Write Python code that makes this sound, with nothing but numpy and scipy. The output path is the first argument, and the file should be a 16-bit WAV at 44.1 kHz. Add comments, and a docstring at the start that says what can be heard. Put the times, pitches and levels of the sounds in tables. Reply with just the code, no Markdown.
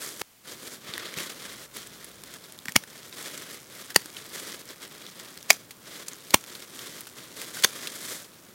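"""Secateurs cut five dry stems from a potted plant in a quiet garden, close to the microphone.
Each stem gives way in a few milliseconds: a burst of fractures rings the blades, swings stem and handles,
and overloads the recorder. Stalks tick as the blades close on them: short dying runs of fractures with a pitch.
One hand gathers the dead leaves: noise and clumped clicks, swelling with each stroke, rustle and crackle.
Below lie stubble cracks, dull bumps, a double click with a brief dip in level, outdoor rumble, hum and hiss."""
import sys
import numpy as np
from scipy import signal
from scipy.fft import rfft, irfft, next_fast_len
from scipy.io import wavfile

SR = 44100
rng = np.random.default_rng(int(sys.argv[2]) if len(sys.argv) > 2 else 0)


def log_audio(samples):
    """Write samples as a 16-bit WAV file to the path given in sys.argv[1]."""
    # one column per channel
    frames = np.atleast_2d(samples).T
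    # limit to full scale, then quantise
    limited = np.clip(frames, -1, 1)
    pcm = np.round(limited * 32767).astype(np.int16)
    wavfile.write(sys.argv[1], SR, pcm)


N = 376613

# Source levels are those ahead of the scene's level curve, the overload and the treble cut.
# The hand sweeps through the leaves. Each row: start in seconds, rise in seconds, fall in seconds,
# peak rustle in dB before the layer trims, crispness as treble in dB relative to the rustle.
LEAF_STROKES = [(0, 0.022, 0.15, -43, 4), (.14, 0.11, .03, -46.5, 5), (.44, 0.075, 0.057, -44.5, -1.5),
                (.58, .09, .12, -48.5, 2.5), (.82, 0.2, 0.22, -42, -6.5), (1.149, 0.047, 0.15, -40.5, -1.5),
                (1.33, 0.13, 0.13, -44.5, -2), (1.56, 0.067, 0.042, -48, 1), (1.74, 0.036, 0.074, -43.5, 1),
                (1.82, .07, 0.37, -53, -2.5), (2.2, 0.14, 0.044, -50, -3), (2.63, 0.063, 0.033, -53, -1),
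                (2.86, 0.094, 0.21, -54, -2), (3.08, 0.17, 0.3, -46, -0.5), (3.349, 0.11, 0.19, -48, -1),
                (3.69, 0.12, 0.079, -51, 0.5), (3.88, .03, .025, -46, -3), (3.97, 0.022, 0.27, -54.5, -1),
                (4.13, 0.023, 0.3, -49.5, -1.5), (4.32, 0.034, 0.19, -44, 1), (4.46, 0.066, 0.12, -48, -2),
                (4.63, 0.081, 0.047, -50.5, -4.5), (4.792, 0.041, 0.045, -45.5, -3.5),
                (4.9, 0.033, 0.35, -51.5, -5), (5.14, 0.033, .33, -53, -3), (5.489, 0.019, 0.063, -45, 3),
                (5.821, 0.15, 0.099, -45.5, -2), (6.08, 0.052, .1, -51, -3), (6.23, 0.089, .09, -50.5, 1.5),
                (6.43, .12, 0.14, -51.5, 0), (6.69, .12, 0.18, -47.5, 0.5), (6.92, 0.051, 0.062, -45, 1.5),
                (7.15, .03, 0.27, -51.5, -2), (7.35, 0.048, 0.15, -48, 0.5), (7.499, 0.086, .22, -44, 1.5),
                (7.69, 0.15, 0.15, -46, 0), (7.89, 0.22, 0.13, -42.5, 3.5)]
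STROKE_EDGE_DB = -13   # a stroke at its start and at the end of its fall, relative to its peak
HELD_DB, HELD_SWING_DB, HELD_STIRS_PER_S = -64, 3, 9   # the held bundle never lies quite still
# Tone of sliding, crackling leaves. Each row: frequency in Hz, relative level in dB per Hz.
LEAF_COLOUR = [(50, -30), (110, -6.5), (200, 0.5), (370, 3), (580, 0.5), (790, -8.5), (1150, 1.5),
               (2100, 2), (2700, -4.5), (3300, 2), (4600, -3), (8000, -10), (13000, -15), (16000, -20)]
# How much the blades stir the stubble. Each row: time in seconds, level of the tiny cracks in dB before the pull.
STUBBLE_LEVEL = [(0, -56), (1.3, -56), (2.9, -55), (3.8, -50), (5.45, -53), (5.65, -62), (6.1, -52.5),
                 (8.15, -51), (8.3, -58)]
# Tone of the surroundings' reply. Each row: frequency in Hz, relative level in dB per Hz.
YARD_COLOUR = [(40, -4), (150, 6), (400, -2), (800, 1.5), (2000, 0.5), (5500, 6.5), (10000, 5),
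               (16000, 9.5)]
# Tone of the outdoor rumble. Each row: frequency in Hz, relative level in dB per Hz.
AIR_COLOUR = [(25, -35), (60, -11), (110, -0.5), (170, 2.5), (320, -1.5), (700, -9), (1400, -8),
              (4000, -33.5), (16000, -16)]
# A faint low hum comes and goes. Each row: time in seconds, rms level in dB.
HUM_LEVEL = [(1.1, -86), (1.4, -72), (2.3, -69), (2.5, -114)]
AIR_DB, HISS_DB, HUM_HZ = -54.5, -57.5, 59.5   # rms levels of air and shared hiss, pitch of the hum
# A sharp double click. Each row: start in seconds, peak in dB before its high-pass.
CLICKS = [(0.215, -11), (0.2173, -8)]
# The level dips briefly after the double click. Each row: time in seconds, gain in dB.
LEVEL_DIP = [(.218, -1), (.224, -29), (.435, -14), (.455, -1)]
# Hands and tool on soil and pot. Each row: start in seconds, level in dB ahead of the swell, pitch in Hz.
BUMPS = [(0.89, -31, 132), (1.17, -22.5, 162), (2.658, -30, 257), (2.685, -25, 178), (2.767, -20.5, 147),
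         (3.965, -20.5, 178), (4.055, -31, 298), (6.344, -17, 114)]
# The loudest stalks cracking. Each row: start in seconds, rms in dB before the ticks' shared lift,
# pitch in Hz, length in seconds, ringing share of the power from 0 to 1.
STALK_TICKS = [(0.9375, -27, 3550, 0.0026, 1), (0.979, -25, 1770, 0.0015, 0.65),
               (1.14, -29.5, 2120, 0.0012, 0.8), (1.1856, -26, 2390, 0.0018, 0.76),
               (1.769, -31, 9700, 0.0013, .5), (1.872, -32.5, 7900, 0.00049, 0.1),
               (2.044, -37.5, 9700, 0.0047, 0.3), (2.2366, -36.5, 6600, 0.0024, 0),
               (2.339, -35, 7100, .0016, .1), (2.44, -39.5, 4700, 0.0013, .8),
               (2.523, -32.5, 7500, 0.00062, 0.5), (2.589, -29.5, 3570, 0.00043, 0.75),
               (2.656, -31.5, 1800, 0.0024, 0.3), (2.6833, -24.5, 1910, 0.0026, 0.92),
               (2.692, -34, 1800, 0.0037, 0.5), (2.721, -30, 9700, 0.0012, 0.1),
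               (2.8366, -35, 1830, 0.0021, .45), (3.127, -32, 3720, 0.00071, 1),
               (3.226, -37, 7500, 0.0031, 0.3), (3.377, -33, 7150, .0025, 0.5),
               (3.903, -36.5, 1670, 0.0072, 0.3), (3.946, -31, 4700, 0.0016, 0),
               (4.059, -33, 1630, 0.00073, 0.2), (4.167, -34.5, 3250, 0.0037, 1),
               (4.6894, -38.5, 5140, 0.0018, 1), (5.065, -35.5, 3430, 0.002, 0.9),
               (5.198, -35, 5600, 0.0012, .2), (5.3754, -32, 4190, 0.00084, .4),
               (5.428, -35, 5600, .0011, .4), (5.53, -25.5, 6300, 0.0013, 0.4),
               (5.708, -40, 3800, 0.0087, 0.01), (6.083, -29, 7200, 0.0038, 0.73),
               (6.133, -34, 6200, .0016, .6), (6.3065, -29, 4200, .0025, 0.2),
               (6.4397, -35, 3400, .0014, 0.14), (6.552, -36, 4050, 0.0028, 0.8),
               (6.791, -34.5, 3370, 0.0029, 0.6), (7.007, -34, 10900, 0.0028, 0.7),
               (7.069, -40.5, 1600, 0.0083, 0.12), (7.184, -38.5, 2750, .0014, 0.3),
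               (7.416, -31.5, 1730, 0.0031, 0.1), (7.569, -35, 1500, 0.006, .5),
               (7.624, -28, 8200, .0016, 0.05), (7.872, -28, 3360, 0.0041, 0.8)]
# Stems giving way, most in two or three stages; pitches depend on the stem and on where the blades grip it.
# Each row: middle in seconds, crack rms in dB, length in seconds, stem pitch in Hz, stem level in dB,
# blade pitch in Hz, blade level in dB, thud pitch in Hz, thud level in dB, knock of the handles in dB.
STEM_SNAPS = [(2.7591, -22, 0.0025, 1880, -17, 3400, -36, 247, -22, -44),
              (2.7631, -4.5, 0.0022, 2200, -9.5, 3330, -13, 210, -18.5, -13.5),
              (3.9622, -3, 0.0019, 1857, -6, 4900, -14.5, 426, -13.5, -14),
              (5.5042, -2, 0.0012, 1910, -6.5, 5000, -32, 674, -20, -37),
              (5.5074, -6, 0.0022, 2320, -7, 4850, -9, 674, -12.5, -16.5),
              (6.34, -16.5, 0.0014, 1940, -21, 3300, -34, 450, -26.5, -39),
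              (6.3441, -2, 0.0023, 2440, -8.5, 3560, -20, 283, -11, -10),
              (7.6396, -14, 0.0037, 3430, -19, 4430, -25, 397, -46, -39),
              (7.6461, -8, 0.002, 1520, -16.5, 6340, -12.5, 260, -29, -26),
              (7.6494, -12.5, 0.0017, 1110, -23, 3540, -13.5, 424, -20.5, -43)]
# Ring of the blades and the stem between them. Each row: frequency in Hz, width in Hz, relative level in dB.
BLADE_MODES = [(970, 490, -8), (1500, 1100, -11.5), (2200, 370, -5), (3140, 1200, -8), (4590, 230, 5.5),
               (5580, 740, -2), (7080, 1200, 0.5), (8760, 380, 2)]
# Tone shaping of the crack. Each row: frequency in Hz, relative gain in dB.
SNAP_COLOUR = [(150, -22), (700, -6.5), (2000, 1.5), (5000, -2), (8000, -6.5), (12000, -4), (16000, -5.5)]
# Swings of the handles. Each row: frequency in Hz, level in dB relative to the knock.
HANDLE_SWINGS = [(620, -5), (950, -0.5), (1400, -5.5)]
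# Tone of the hiss shared by both channels. Each row: frequency in Hz, relative level in dB per Hz.
HISS_COLOUR = [(30, -20), (120, 12), (400, 1.5), (2000, 4.5), (16000, 0.5)]
# Tone of the hiss apart in each channel. Each row: frequency in Hz, relative level in dB per Hz.
CHANNEL_HISS_COLOUR = [(30, 9.5), (650, 9), (1500, -13), (6000, -12.5), (16000, 3.5)]
CUTOFF_HZ = 15950   # top of the recorder's treble


def from_db(db):
    """Decibels to gain."""
    return 10 ** (np.asarray(db) / 20)


def rms_one(x):
    """Scale to an rms of 1."""
    return x / np.sqrt(np.mean(x ** 2) + 1e-20)


def with_energy(x, seconds):
    """Scale x to the energy of a sound of rms 1 lasting that long."""
    return x * np.sqrt(seconds * SR / (np.sum(x ** 2) + 1e-20))


def in_time(rows):
    """Each column of a curve at every sample."""
    s, *columns = np.transpose(rows)
    return [np.interp(np.arange(N) / SR, s, column) for column in columns]


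def coloured(x, spectrum):
    """Filter x with a smooth spectral curve; rms 1."""
    hz, db = np.transpose(spectrum)
    size = next_fast_len(len(x) + 512)
    bins = np.maximum(np.fft.rfftfreq(size, 1 / SR), 1)
    gain = from_db(np.interp(np.log(bins), np.log(hz), db))
    return rms_one(irfft(rfft(x, size) * gain, size)[:len(x)])


def band(x, edges_hz, kind, order=3):
    """Butterworth filter."""
    sections = signal.butter(order, np.minimum(edges_hz, SR / 2 - 10), kind, fs=SR, output="sos")
    return signal.sosfilt(sections, x)


def resonance(x, hz, width_hz):
    """Two-pole resonance with a gain of about 1 at its peak."""
    r = np.exp(-np.pi * width_hz / SR)
    feed = np.array([1, 0, -1]) * (1 - r * r) / 2
    poles = [1, -2 * r * np.cos(2 * np.pi * hz / SR), r * r]
    return signal.lfilter(feed, poles, x + 1e-18)


def drift(rate):
    """Slow chance: straight lines between random knots of spread 1, rate knots a second."""
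    knots = rng.standard_normal(N // 20)
    return np.interp(np.arange(N) * rate / SR, np.arange(len(knots)), knots)


def fractures(per_s, spread_db, size):
    """Random clicks of either sign, most small and a few large."""
    size_db = spread_db * np.minimum(rng.exponential(1, size), 3.5)
    strength = from_db(size_db) * rng.choice([-1, 1], size)
    return strength * (rng.random(size) < per_s / SR)


def add(out, s, sound):
    """Mix a sound in from time s."""
    at = round(s * SR)
    out[at:at + len(sound)] += sound[:N - at]


def handling():
    """Strokes swell and fade over the stir of the held bundle; returns the gains of rustle and treble."""
    t = np.arange(0, N, 50) / SR   # a coarse clock is enough for slow swells
    rustle = treble = 0
    for s, rise, fall, db, crisp_db in LEAF_STROKES:
        from_peak = t - (s + rise)
        away = np.minimum((from_peak / np.where(from_peak < 0, rise, fall)) ** 2, 10)
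        swell = from_db(db + STROKE_EDGE_DB * away)
        rustle = rustle + swell ** 2   # strokes add as powers
        treble = treble + (from_db(crisp_db) * swell) ** 2
    held = from_db(HELD_DB + HELD_SWING_DB * drift(HELD_STIRS_PER_S))
    return [np.sqrt(power + held ** 2) for power in in_time(np.transpose([t, rustle, treble]))]


def crackle(per_s, spread_db, clump_db, grain_q=4.1, raw_db=-9):
    """Dry leaves buckle in clumps of tiny clicks, each ringing a small patch of leaf for a few cycles."""
    grains = fractures(per_s * from_db(clump_db * drift(70)), spread_db, size=N)
    pitches = np.geomspace(1300, 14000, 14)   # Hz
    dealt = rng.integers(0, len(pitches), N)   # which pitch each click rings
    rings = sum(resonance(grains * (dealt == k), hz, hz / grain_q) for k, hz in enumerate(pitches))
    return rms_one(rings + from_db(raw_db) * grains)


def leaves(slide_db=-3.5, crackle_db=-1, body_db=-51, body_follows=0.73, rustle_db=3.5, crisp_db=2.0,
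           flutter_db=2.15):
    """Leaves slide and crackle; light brushing is crisp, squeezed bundle and sleeves add a steadier body."""
    rustle, treble = handling()
    slide = from_db(slide_db) * rng.standard_normal(N)
    crackling = from_db(crackle_db) * crackle(per_s=4200, spread_db=4.0, clump_db=5.5)
    sound = coloured(slide + crackling, LEAF_COLOUR) * from_db(flutter_db * drift(90))
    low = from_db(body_db) * rms_one(rustle ** body_follows) * rms_one(band(sound, 820, "low"))
    middle = from_db(rustle_db) * rustle * rms_one(band(sound, [850, 5500], "band"))
    high = from_db(crisp_db) * treble * rms_one(band(sound, 7070, "high"))
    return low + middle + high


def stubble(per_s=180, spread_db=2.5, follows=0.22):
    """Sparse, sharp little cracks from dry stumps around the blades, stronger while leaves are pulled."""
    cracks = crackle(per_s=per_s, spread_db=spread_db, clump_db=3, grain_q=4.3, raw_db=-7)
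    pull = rms_one(handling()[0] ** follows)
    level = from_db(in_time(STUBBLE_LEVEL)[0])
    return level * pull * rms_one(band(cracks, [1500, 11000], "band", order=1))


def yard(x, near_db=-19, near_s=0.0072, far_db=-27, far_s=0.046):
    """Pot, legs and ground scatter the sound almost at once; a faint tail returns from farther off."""
    t = np.arange(SR // 4) / SR
    scatter = coloured(rng.standard_normal(len(t)), YARD_COLOUR) * (1 - np.exp(-t / 0.0024))
    near = with_energy(scatter * np.exp(-t / near_s), 1 / SR)
    far = with_energy(scatter * np.exp(-t / far_s), 1 / SR)
    return signal.fftconvolve(x, from_db(near_db) * near + from_db(far_db) * far)[:N]


def air():
    """Quiet outdoor rumble of shaped noise, with a faint sine hum."""
    hum_wave = np.sqrt(2) * np.sin(2 * np.pi * HUM_HZ * np.arange(N) / SR)
    hum = from_db(in_time(HUM_LEVEL)[0]) * hum_wave
    return from_db(AIR_DB) * coloured(rng.standard_normal(N), AIR_COLOUR) + hum


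def clicks(decay_s=0.000082):
    """Bare downward spikes with an exponential decay, high-passed."""
    out, t = np.zeros(N), np.arange(SR // 100) / SR
    for s, db in CLICKS:
        add(out, s, -from_db(db) * np.exp(-t / decay_s))
    return band(out, 140, "high", order=2)


def bumps(decay_s=0.0028):
    """Soft contacts swell and die within a few cycles."""
    out, t = np.zeros(N), np.arange(SR // 10) / SR
    swell = t / decay_s * np.exp(-t / decay_s)   # tops out at 0.37
    for s, db, hz in BUMPS:
        add(out, s, from_db(db) * np.sin(2 * np.pi * hz * t) * swell)
    return band(out, 76, "high", order=2)


def ticks(lift_db=1, ring_q=6.1):
    """A stalk cracks in a short dying run of fractures and rings at its own pitch."""
    out, t = np.zeros(N), np.arange(SR // 30) / SR
    for s, db, hz, length, ringing in STALK_TICKS:
        run = fractures(18000, 2.0, size=len(t)) * np.exp(-t / (0.88 * length))
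        dull = rms_one(band(run, [1300, 12500], "band", order=1))
        ring = rms_one(resonance(run, hz, hz / ring_q))
        crack = np.sqrt(1 - ringing) * dull + np.sqrt(ringing) * ring
        add(out, s, from_db(db + lift_db) * with_energy(crack, length))
    return out


def snaps(crush_db=-20, crush_s=0.005, raw_db=-5):
    """Fibres fail one by one, then all at once; the avalanche rings the blades and swings stem and handles."""
    out, t = np.zeros(N), np.arange(-SR // 25, SR // 25) / SR
    for s, db, length, stem_hz, stem_db, blade_hz, blade_db, thud_hz, thud_db, knock_db in STEM_SNAPS:
        avalanche = np.exp(-np.pi / 2 * (t / length) ** 2)
        crush = from_db(crush_db) * np.exp(-abs(t) / crush_s)   # scattered fibres before and after
        fibres = fractures(24000, 0.63, size=len(t)) * (avalanche + crush)
        blades = sum(from_db(mode_db) * resonance(fibres, hz, width) for hz, width, mode_db in BLADE_MODES)
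        crack = coloured(blades + from_db(raw_db) * fibres, SNAP_COLOUR)
        sound = from_db(db) * with_energy(crack, length)
        # stem and tool are gripped so tightly that they swing only while the fibres break
        swings = [(stem_hz, stem_db), (blade_hz, blade_db), (thud_hz, thud_db)]
        swings += [(hz, knock_db + mode_db) for hz, mode_db in HANDLE_SWINGS]
        for hz, swing_db in swings:
            swing = avalanche * np.sin(2 * np.pi * (hz * t + rng.random()))
            sound += from_db(swing_db) * with_energy(swing, length)
        add(out, s + t[0], sound)
    return band(out, 83, "high", order=2)


def scene():
    """Everything is straight ahead, alike in both channels; the level curve spares only the clicks."""
    cuts = snaps() + ticks() + stubble() + bumps()
    garden = cuts + yard(cuts) + leaves() + air()
    level = from_db(in_time(LEVEL_DIP)[0])
    return np.tile(garden * level + clicks(), (2, 1))


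def record(dry, channel_hiss_db=-65, top=1.05):
    """Microphone hiss is added, some of it apart in each channel; the snaps overload, the top is cut."""
    hiss = from_db(HISS_DB) * coloured(rng.standard_normal(N), HISS_COLOUR)
    apart = np.array([coloured(white, CHANNEL_HISS_COLOUR) for white in rng.standard_normal((2, N))])
    x = dry + hiss + from_db(channel_hiss_db) * apart
    overloaded = x / (1 + (x / top) ** 4) ** (1 / 4)   # bends smoothly towards the top
    treble_cut = signal.ellip(10, .1, 70, CUTOFF_HZ, fs=SR, output="sos")
    return signal.sosfilt(treble_cut, overloaded)


dry = scene()
out = record(dry)
log_audio(out)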